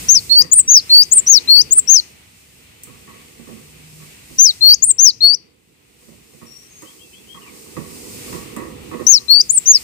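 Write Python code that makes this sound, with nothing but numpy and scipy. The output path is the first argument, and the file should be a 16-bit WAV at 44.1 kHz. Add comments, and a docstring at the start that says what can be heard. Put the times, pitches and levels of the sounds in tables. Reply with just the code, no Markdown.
"""Over yard rumble and leaf hiss, a tit in a wire cage whistles a three-note phrase again and again,
so close to a phone that the left microphone clips. Its hops knock the perches and shake the wires.
After 2 s it pauses; a claw ticks on wire, a low hum swells, and at 4.4 s it sings for a second.
Two far birds call from 6.5 s among more hops and ticks, and at 9 s the tit sings once more."""
import sys
import numpy as np
from scipy import signal
from scipy.fft import rfft, irfft
from scipy.io import wavfile
from scipy.ndimage import uniform_filter1d

SR = 44100
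rng = np.random.default_rng(int(sys.argv[2]) if len(sys.argv) > 2 else 0)


def materialize(psi):
    """Save the field psi as 16-bit PCM at rate SR to the path in sys.argv[1].

    A 1-D psi becomes a single channel; in a 2-D psi each row is a channel.
    """
    bounded = np.clip(np.atleast_2d(psi).T, -1, 1)
    quanta = np.round(bounded * 32767).astype(np.int16)
    wavfile.write(sys.argv[1], SR, quanta)


N = 433503


def undb(db):
    """Turn decibels into a factor to multiply by."""
    return 10 ** (np.asarray(db) / 20)


def unit(x):
    """Scale a signal to an average power of 1."""
    return x / np.sqrt(np.mean(x ** 2))


def smooth(x, samples):
    """Round off corners by averaging twice."""
    return uniform_filter1d(uniform_filter1d(x, samples), samples)


def wander(rate_hz):
    """A smooth random curve, mostly within -1 to 1, that heads for rate_hz new values a second."""
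    hold = int(SR / rate_hz)
    steps = np.repeat(rng.standard_normal(N // hold + 1), hold)
    return 1.15 * smooth(steps, hold)[:N]


def ring(x, modes):
    """Let x ring at each mode, a pitch that a thing likes to shake at: f/Hz, width/Hz, level/dB."""
    rings = []
    for hz, width, db in modes:
        peak = signal.iirpeak(hz, hz / width, SR)
        rings.append(undb(db) * unit(signal.lfilter(*peak, signal.lfilter(*peak, x))))
    return np.array(rings)


def glide(rows, smooth_s):
    """Join a note's points smoothly; give its sample numbers, pitch and gains, faded at both ends."""
    times, *columns = np.transpose(rows)
    span = np.arange(int(times[0] * SR), int(times[-1] * SR))
    hz, *levels = (smooth(np.interp(span / SR, times, c), int(smooth_s * SR)) for c in columns)
    return span, hz, undb(levels) * signal.windows.tukey(len(span), .06)


def stereo_noise(spectrum, flicker_db=1.5, lag_samples=19):
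    """Flickering noise: each side has its own part, plus a shared part that reaches the right first."""
    freqs = np.maximum(np.fft.rfftfreq(N + 1, 1 / SR), 1)
    hz, db, pan_db, likeness = np.transpose(spectrum)
    curve = lambda values, edge=None: np.interp(np.log(freqs), np.log(hz), values, edge, edge)
    flicker = undb(flicker_db * np.append(wander(11), 0))
    shared, *own = rfft(rng.standard_normal((3, N + 1)) * flicker)
    shared = np.array([shared * np.exp(-2j * np.pi * freqs * lag_samples / SR), shared])
    mix = np.sqrt(curve(likeness)) * shared + np.sqrt(1 - curve(likeness)) * np.array(own)
    colour = undb(curve(db, edge=-78) + np.array([curve(pan_db), -curve(pan_db)]) / 2)
    return unit(irfft(mix * colour)[:, :N])


def yard():
    """Street rumble, cage sway, a mid-pitched rush and leaf hiss, heard at levels that rise and fall."""
    # how loud each layer is: t/s, rumble/dB, sway/dB, rush/dB, hiss/dB
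    background_levels = [(0.0, -40.5, -44.5, -39.5, -35.5), (0.3, -48.5, -49, -48.5, -42.5),
                         (0.55, -49.5, -49.5, -53.5, -56), (0.93, -51, -54, -46, -43),
                         (1.67, -49.5, -48.5, -49, -48), (2.3, -58, -64, -55.5, -54.5),
                         (3.12, -54, -53.5, -52, -51.5), (3.86, -54.5, -55.5, -54, -51),
                         (4.5, -54.5, -59, -50, -42.5), (4.9, -52, -56.5, -58, -61),
                         (5.39, -60.5, -60, -64, -67.5), (5.66, -64.5, -63, -65, -67.5),
                         (5.9, -62.5, -62.5, -62, -56.5), (6.4, -60, -56, -56.5, -52),
                         (7.31, -60.5, -55.5, -56.5, -50.5), (7.62, -57, -48, -51.5, -48.5),
                         (7.88, -51.5, -44, -49.5, -43.5), (8.36, -45.5, -39.5, -44, -39),
                         (8.62, -47, -39, -51, -50.5), (8.95, -43, -41, -48.5, -49),
                         (9.2, -53, -54.5, -53, -47.5), (9.83, -50.5, -51, -47, -39.5)]
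    # each layer's tone: f/Hz, relative level/dB, left minus right/dB, likeness of the sides (0-1)
    rumble = [(30, -24, -0.5, .9), (60, -4.5, -1.5, .85), (162, -6.5, -1, 0.9), (262, -13, -1, .6),
              (500, -30, -2.5, .5)]
    sway = [(109, -15.5, -7, .4), (224, -2, -12.5, .3), (350, -1, -10, 0.11), (497, -1.5, -9.5, .3),
            (580, -17, -5, .2), (1130, -16, -5.5, .2), (1410, -22, -4, .2)]
    rush = [(556, -10.5, -8, 0.33), (1050, -10, 0, .3), (1720, -10.5, -0.5, .3), (1980, -5, -3.5, 0.25),
            (2600, -2.5, 5, 0.1), (3383, -8, -1, 0.19), (4600, -12, -1.5, .1)]
    hiss = [(3240, -10.5, 0, .1), (4760, -1, -1, 0.056), (6400, -1.5, 0, 0.041), (8700, 3.5, 0, .1),
            (9260, -3.5, 0, .1), (14000, -5, 0, .1), (15500, -4, 0, .1)]
    times, *levels = np.transpose(background_levels)
    t = np.arange(N) / SR
    layers = zip(levels, (rumble, sway, rush, hiss))
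    return sum(undb(np.interp(t, times, db)) * stereo_noise(spectrum) for db, spectrum in layers)


def tit():
    """The tit whistles sliding tones with weak overtones; a faint hiss rises and falls with each note."""
    # one list of points per note: t/s, f/Hz, left level/dB, right level/dB
    notes = [
        [(0.083, 5640, -22, -20.5), (0.092, 5890, -1.5, -19), (0.123, 6630, 1, -21), (0.143, 6360, -8, -10),
         (0.176, 5010, -1, -15), (0.181, 4600, -12.5, -20), (0.191, 4470, -18, -18), (0.198, 3940, -24.5, -36)],
        [(0.294, 4110, -27, -18.5), (0.317, 4313, -12, -2.5), (0.332, 4350, -19.5, -4.5), (0.392, 4563, 3, -7),
         (0.417, 4855, -1.5, -16.5), (0.426, 6870, -16.5, -23), (0.428, 6750, -21, -14.5),
         (0.429, 4860, -21.5, -26.5)],
        [(0.513, 6610, -18.5, -24), (0.529, 7020, 4, -9.5), (0.539, 8290, 1, -3.5), (0.547, 9130, -15, -15),
         (0.584, 8650, -2.5, -5.5), (0.601, 7950, 5.5, -4), (0.609, 7110, -16, -21),
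         (0.618, 7040, -22.5, -34.5)],
        [(0.675, 5650, -23, -26), (0.685, 5790, -10, -14.5), (0.718, 6705, 1, -10.5),
         (0.729, 6730, -5.5, -10.5), (0.749, 6060, -1, -7), (0.776, 5110, 4, -5.5), (0.793, 4630, -16, -19),
         (0.804, 3900, -22.5, -19.5)],
        [(0.893, 3980, -24.5, -26.5), (0.905, 4236, -9, -12), (0.938, 4424, -3.5, -0.5),
         (1.011, 4636, 0.5, -8.5), (1.029, 5070, -5, -13), (1.036, 6580, -17.5, -23.5), (1.038, 6800, -7, -19),
         (1.04, 5220, -10.5, -16.5)],
        [(1.111, 6210, -25.5, -30), (1.128, 7260, 7.5, -9.5), (1.149, 9270, -17, -15), (1.18, 8310, 0, -4),
         (1.195, 7260, -5.5, -13), (1.201, 7400, -11.5, -32.5), (1.202, 7040, -12, -30),
         (1.205, 7000, -19.5, -29)],
        [(1.262, 5700, -28.5, -32.5), (1.276, 5910, -6.5, -10.5), (1.289, 6300, -5, -11),
         (1.292, 6420, -9, -25.5), (1.302, 6720, 2.5, -8.5), (1.324, 6560, 2, -31), (1.38, 4260, -3.5, -16),
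         (1.392, 3630, -23, -17)],
        [(1.474, 3793, -21, -30.5), (1.479, 3980, -20.5, -28.5), (1.489, 4170, -6.5, -20.5),
         (1.506, 4313, -2, -5.5), (1.595, 4560, -1.5, -15.5), (1.612, 4980, -2, -19.5),
         (1.62, 6370, -10, -20.5), (1.624, 6300, -17, -18)],
        [(1.708, 6350, -13.5, -31.5), (1.716, 6520, -10.5, -17.5), (1.734, 7710, 7, -9.5),
         (1.744, 9140, -23.5, -29), (1.767, 8600, -11.5, -16.5), (1.785, 8575, -3.5, 2.5),
         (1.797, 7420, 1, -22), (1.803, 7500, -24, -16)],
        [(1.873, 5420, -21, -23), (1.886, 5730, -9, -28), (1.897, 6190, -2.5, -23), (1.927, 6710, 4.5, -16.5),
         (1.957, 5970, -4, -16), (1.963, 5660, -1, -18), (1.979, 5040, -6.5, -18), (2.004, 4000, -12, -13.5)],
        [(4.382, 5680, -15.5, -25), (4.398, 6050, 2, -10), (4.439, 6670, -1.5, -11.5),
         (4.467, 5430, -1.5, -27.5), (4.476, 5100, -5.5, -11.5), (4.483, 4870, -9.5, -20),
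         (4.494, 4400, -5.5, -10.5), (4.516, 3660, -18.5, -23)],
        [(4.607, 4055, -20.5, -27), (4.626, 4223, -4, -16.5), (4.675, 4400, 0.5, -8), (4.726, 4600, -1, -5.5),
         (4.74, 5000, -3, -9.5), (4.747, 6930, -6, -28), (4.75, 6500, -3, -31.5), (4.751, 5620, -8.5, -22)],
        [(4.821, 6230, -21.5, -26), (4.826, 6590, -6.5, -25), (4.84, 7300, 2.5, -19.5),
         (4.853, 8970, -13.5, -17.5), (4.864, 9160, -19, -15.5), (4.906, 8140, -1.5, -12),
         (4.916, 7120, -0.5, -16), (4.919, 7400, -24, -15)],
        [(4.981, 5420, -25, -29.5), (4.993, 5810, -4.5, -25.5), (5.012, 6350, -3.5, -12),
         (5.019, 6380, -6.5, -20), (5.038, 6736, 3.5, -8.5), (5.08, 5310, 0.5, -33), (5.093, 4810, -3.5, -11),
         (5.114, 3740, -29.5, -26.5)],
        [(5.205, 3930, -17, -28), (5.221, 4323, -8.5, -19.5), (5.244, 4333, -1, -7.5), (5.33, 4650, -8, -25),
         (5.343, 4970, -7.5, -29), (5.351, 6030, -9.5, -13), (5.354, 5800, -26, -52), (5.355, 4630, -25, -25)],
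        [(9.065, 5710, -25, -41.5), (9.068, 5810, 5.5, -21), (9.08, 6170, -5.5, -14), (9.113, 6730, 5, -17.5),
         (9.137, 5890, -4.5, -30), (9.142, 5690, -0.5, -12), (9.161, 4980, -4.5, -14), (9.189, 3880, -17, -26)],
        [(9.281, 4016, -20.5, -42), (9.308, 4327, 0, -7), (9.398, 4670, -6, -28), (9.407, 4850, -0.5, -2.5),
         (9.412, 5170, -8.5, -7), (9.417, 6640, -3, -25), (9.419, 6830, -26, -30), (9.421, 5230, -18, -29)],
        [(9.492, 6330, -20, -27), (9.506, 7140, 2.5, -30), (9.521, 8700, -33, -12), (9.53, 9240, -12.5, -21),
         (9.566, 8630, -14, -8.5), (9.584, 7470, 5, -27), (9.591, 7000, -38, -40), (9.593, 7210, -28, -30)],
        [(9.656, 5810, -20, -25), (9.67, 6100, -9, -22), (9.684, 6450, -0.5, -18), (9.705, 6786, -5, -1.5),
         (9.72, 6390, -0.5, -2), (9.726, 6210, -14.5, -30), (9.758, 5140, 0, -7.5), (9.783, 4050, -27, -30)],
    ]
    # the bird moves between notes: delay of left behind right/samples
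    lags = [-22.5, 15.0, 1.5, -19, 6.0, 1, -14.5, -24, -3, -15.0, -16.5, -16.0, -11.0, -22.5, -29, -14.5,
            17.5, -11.5, -11.5]
    # higher tones in the whistle: multiple of the pitch, level/dB
    overtones = [(2, -27.5), (3, -37.5)]
    note_hiss = ring(rng.standard_normal((2, N)), [(5930, 6000, 2.5), (12000, 6900, -3.5)]).sum(0)
    song = np.zeros((2, N))
    for rows, lag in zip(notes, lags):
        span, hz, gain = glide(rows, smooth_s=.004)
        phase = 2 * np.pi * (np.cumsum(hz) - np.array([lag * hz, 0 * hz])) / SR
        upper = sum(undb(db) * np.sin(k * phase) * (k * hz < .45 * SR) for k, db in overtones)
        effort = np.minimum(gain.max(0), 1) ** .5  # louder notes have stronger overtones
        song[:, span] = gain * (np.sin(phase) + effort * upper + undb(-41) * note_hiss[:, span])
    # sound hits the cage and walls from all sides, so both channels feed each echo
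    return song + echoes(song + .3 * song[::-1], tail_db=-28.5, early_db=-18)


def echoes(x, tail_db, early_db):
    """Sound bounces off the cage at once, then dies away between the walls, differently on each side."""
    t = np.arange(SR // 2) / SR
    early = np.exp(-t / .01) * (t > .0005)
    tail = np.exp(-np.log(1000) * t / .32) * (t > .002)  # falls 60 dB in 0.32 s
    shape = undb(tail_db) * tail / np.linalg.norm(tail) + undb(early_db) * early / np.linalg.norm(early)
    return signal.fftconvolve(x, shape * rng.standard_normal((2, len(t))), axes=1)[:, :N]


def favour(rings, modes, hz, db_per_octave):
    """Mix the ringing modes; the spot where the bird lands favours those near one pitch."""
    octaves_away = abs(np.log2(np.array(modes)[:, 0] / hz))
    return np.tensordot(undb(-db_per_octave * octaves_away), rings, 1)


def hops():
    """Each landing makes the perch thud and the wires jingle, loudest at the right microphone."""
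    # t/s, level/dB, jingle against thud/dB, favoured perch f/Hz, favoured wire f/Hz, thud fade time/s
    landings = [(0.398, -28.5, -9.5, 216, 2030, 0.31), (1.124, -36, -11, 277, 1194, 0.41),
                (2.87, -34.5, -11.5, 183, 1140, 0.31), (3.077, -39.5, -3.5, 226, 1300, 0.37),
                (3.392, -33.5, -22, 231, 1920, 0.28), (3.472, -31, -19, 231, 1140, 0.45),
                (3.999, -40, -11.5, 153, 1860, 0.31), (4.301, -39, -20, 229, 1973, 0.34),
                (6.022, -46, -18.5, 234, 1900, 0.34), (6.084, -35, -28, 236, 991, 0.31),
                (6.329, -45.5, -19, 221, 1140, 0.34), (6.416, -38.5, -11.5, 221, 1020, 0.41),
                (6.821, -38.5, -6.5, 388, 1120, 0.33), (7.346, -39.5, -1, 168, 1140, 0.54),
                (7.662, -40, -17, 312, 1040, 0.37), (7.766, -25, -14, 220, 1140, 0.46),
                (8.279, -31.5, -17, 229, 1030, 0.3), (8.328, -28.5, -7.5, 176, 1120, 0.41),
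                (8.565, -24, -7.5, 328, 1170, 0.4), (8.914, -27.5, -8.5, 318, 1090, 0.55),
                (8.995, -22.5, -17, 292, 1060, 0.35)]
    # how the perch and the wires ring: f/Hz, width/Hz, level/dB
    perch_modes = [(95, 31, -4), (154, 69, 1.5), (228, 35, 0), (335.5, 120, 1.5), (470, 66, -1.5)]
    wire_modes = [(987, 100, -8), (1117, 110, -2), (1209.7, 62, -12), (1920, 290, -6), (2555, 200, -10.5),
                  (3900, 900, -14.5)]
    rattle = rng.standard_normal((4, N)) * undb(2.5 * wander(60))
    perch = ring(rattle[:2], perch_modes) * undb([[-17], [0]])
    wires = ring(rattle[2:], wire_modes) * undb([[-1], [0]])
    out = np.zeros((2, N))
    for start, db, jingle_db, perch_hz, wire_hz, fade_s in landings:
        span = np.arange(int(start * SR), N)[:SR // 2]
        t = (span - span[0]) / SR
        blow = .8 + .74 * np.exp(-t / .018)  # the hit stands out over the rattle that follows
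        fade = np.exp(-np.log(1000) * t / fade_s) * blow
        # the heavy perch starts slowly; the light wires start at once and ring longer
        rise = 1 - np.exp(-t / .0094)
        thud = favour(perch[:, :, span], perch_modes, perch_hz, db_per_octave=8) * fade * rise
        jingle = favour(wires[:, :, span], wire_modes, wire_hz, db_per_octave=4.6) * fade ** .66
        out[:, span] += undb(db) * (thud + undb(jingle_db) * jingle)
    return out


def claw_ticks():
    """A claw hits a wire: a short bright click, then a faint rattle."""
    # claw hits: t/s, level/dB
    hits = [(2.8349, -28), (6.821, -36.5), (8.5636, -30.5)]
    t = np.arange(SR // 10) / SR
    click = np.exp(-t / .0029) + .35 * np.exp(-t / .039)
    loudness = np.zeros(N)
    for start, db in hits:
        loudness[int(start * SR):][:len(t)] += undb(db) * click
    return loudness * ring(rng.standard_normal((2, N)), [(8660, 2900, -6), (11750, 6900, -9)]).sum(0)


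def distant_tones(notes, flutter_db, wobble_cycles, rate_hz):
    """Tones from far away: echoes make their level and phase waver, differently on each side."""
    out = np.zeros((2, N))
    waver = np.array([wander(rate_hz) for _ in range(4)])
    for rows in notes:
        span, hz, gain = glide(rows, smooth_s=.016)
        phase = 2 * np.pi * (np.cumsum(hz) / SR + wobble_cycles * waver[2:, span])
        out[:, span] += gain * undb(flutter_db * waver[:2, span]) * np.sin(phase)
    return out


def low_hum():
    """A faint low hum swells for half a second, wavering slowly."""
    # points along the hum: t/s, f/Hz, level/dB
    points = [(3.6, 151, -47.5), (3.75, 154.4, -52), (4.0, 155, -44.5), (4.12, 150, -54.5)]
    return distant_tones([points], flutter_db=1.5, wobble_cycles=.076, rate_hz=12)


def far_birds():
    """Two birds call far off to the left; their sound arrives mostly as echo."""
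    # one list of points per note: t/s, f/Hz, level/dB
    notes = [
        [(6.46, 5560, -55.5), (6.55, 5600, -53), (6.68, 5770, -62)],
        [(6.69, 6400, -60), (6.77, 6530, -54), (6.86, 6490, -66)],
        [(6.85, 2900, -60), (6.9, 3350, -57.5), (6.95, 3300, -80.5)],
        [(6.99, 2950, -61), (7.03, 3400, -55), (7.06, 3300, -72)],
        [(7.0, 2750, -59), (7.1, 2610, -59.5), (7.26, 2640, -60)],
        [(7.13, 3000, -59), (7.17, 3400, -52), (7.22, 3300, -76)],
        [(7.27, 2950, -61), (7.32, 3300, -49), (7.38, 3200, -65)],
        [(7.41, 3000, -55), (7.46, 2600, -53.5), (7.5, 2100, -57)],
    ]
    calls = distant_tones(notes, flutter_db=3, wobble_cycles=.17, rate_hz=250)
    return (calls + echoes(calls, tail_db=-6.5, early_db=5)) * undb([[2.75], [-2.75]])


def scene():
    """Add up all the sounds at the left and right microphones."""
    return yard() + tit() + hops() + claw_ticks() + low_hum() + far_birds()


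def record(dry):
    """The phone's amplifier flattens the loudest peaks, a little unevenly; the highest treble is cut."""
    gain_db, clip_sharpness, top_hz = 2.23, 14, 15700
    loud = undb(gain_db) * dry
    flattened = loud / (1 + abs(loud) ** clip_sharpness) ** (1 / clip_sharpness)
    lopsided = flattened - .037 * flattened ** 8
    treble_cut = signal.ellip(8, .2, 45, top_hz, fs=SR, output="sos")
    return np.clip(signal.sosfilt(treble_cut, lopsided), -1, 1)


dry = scene()
out = record(dry)
materialize(out)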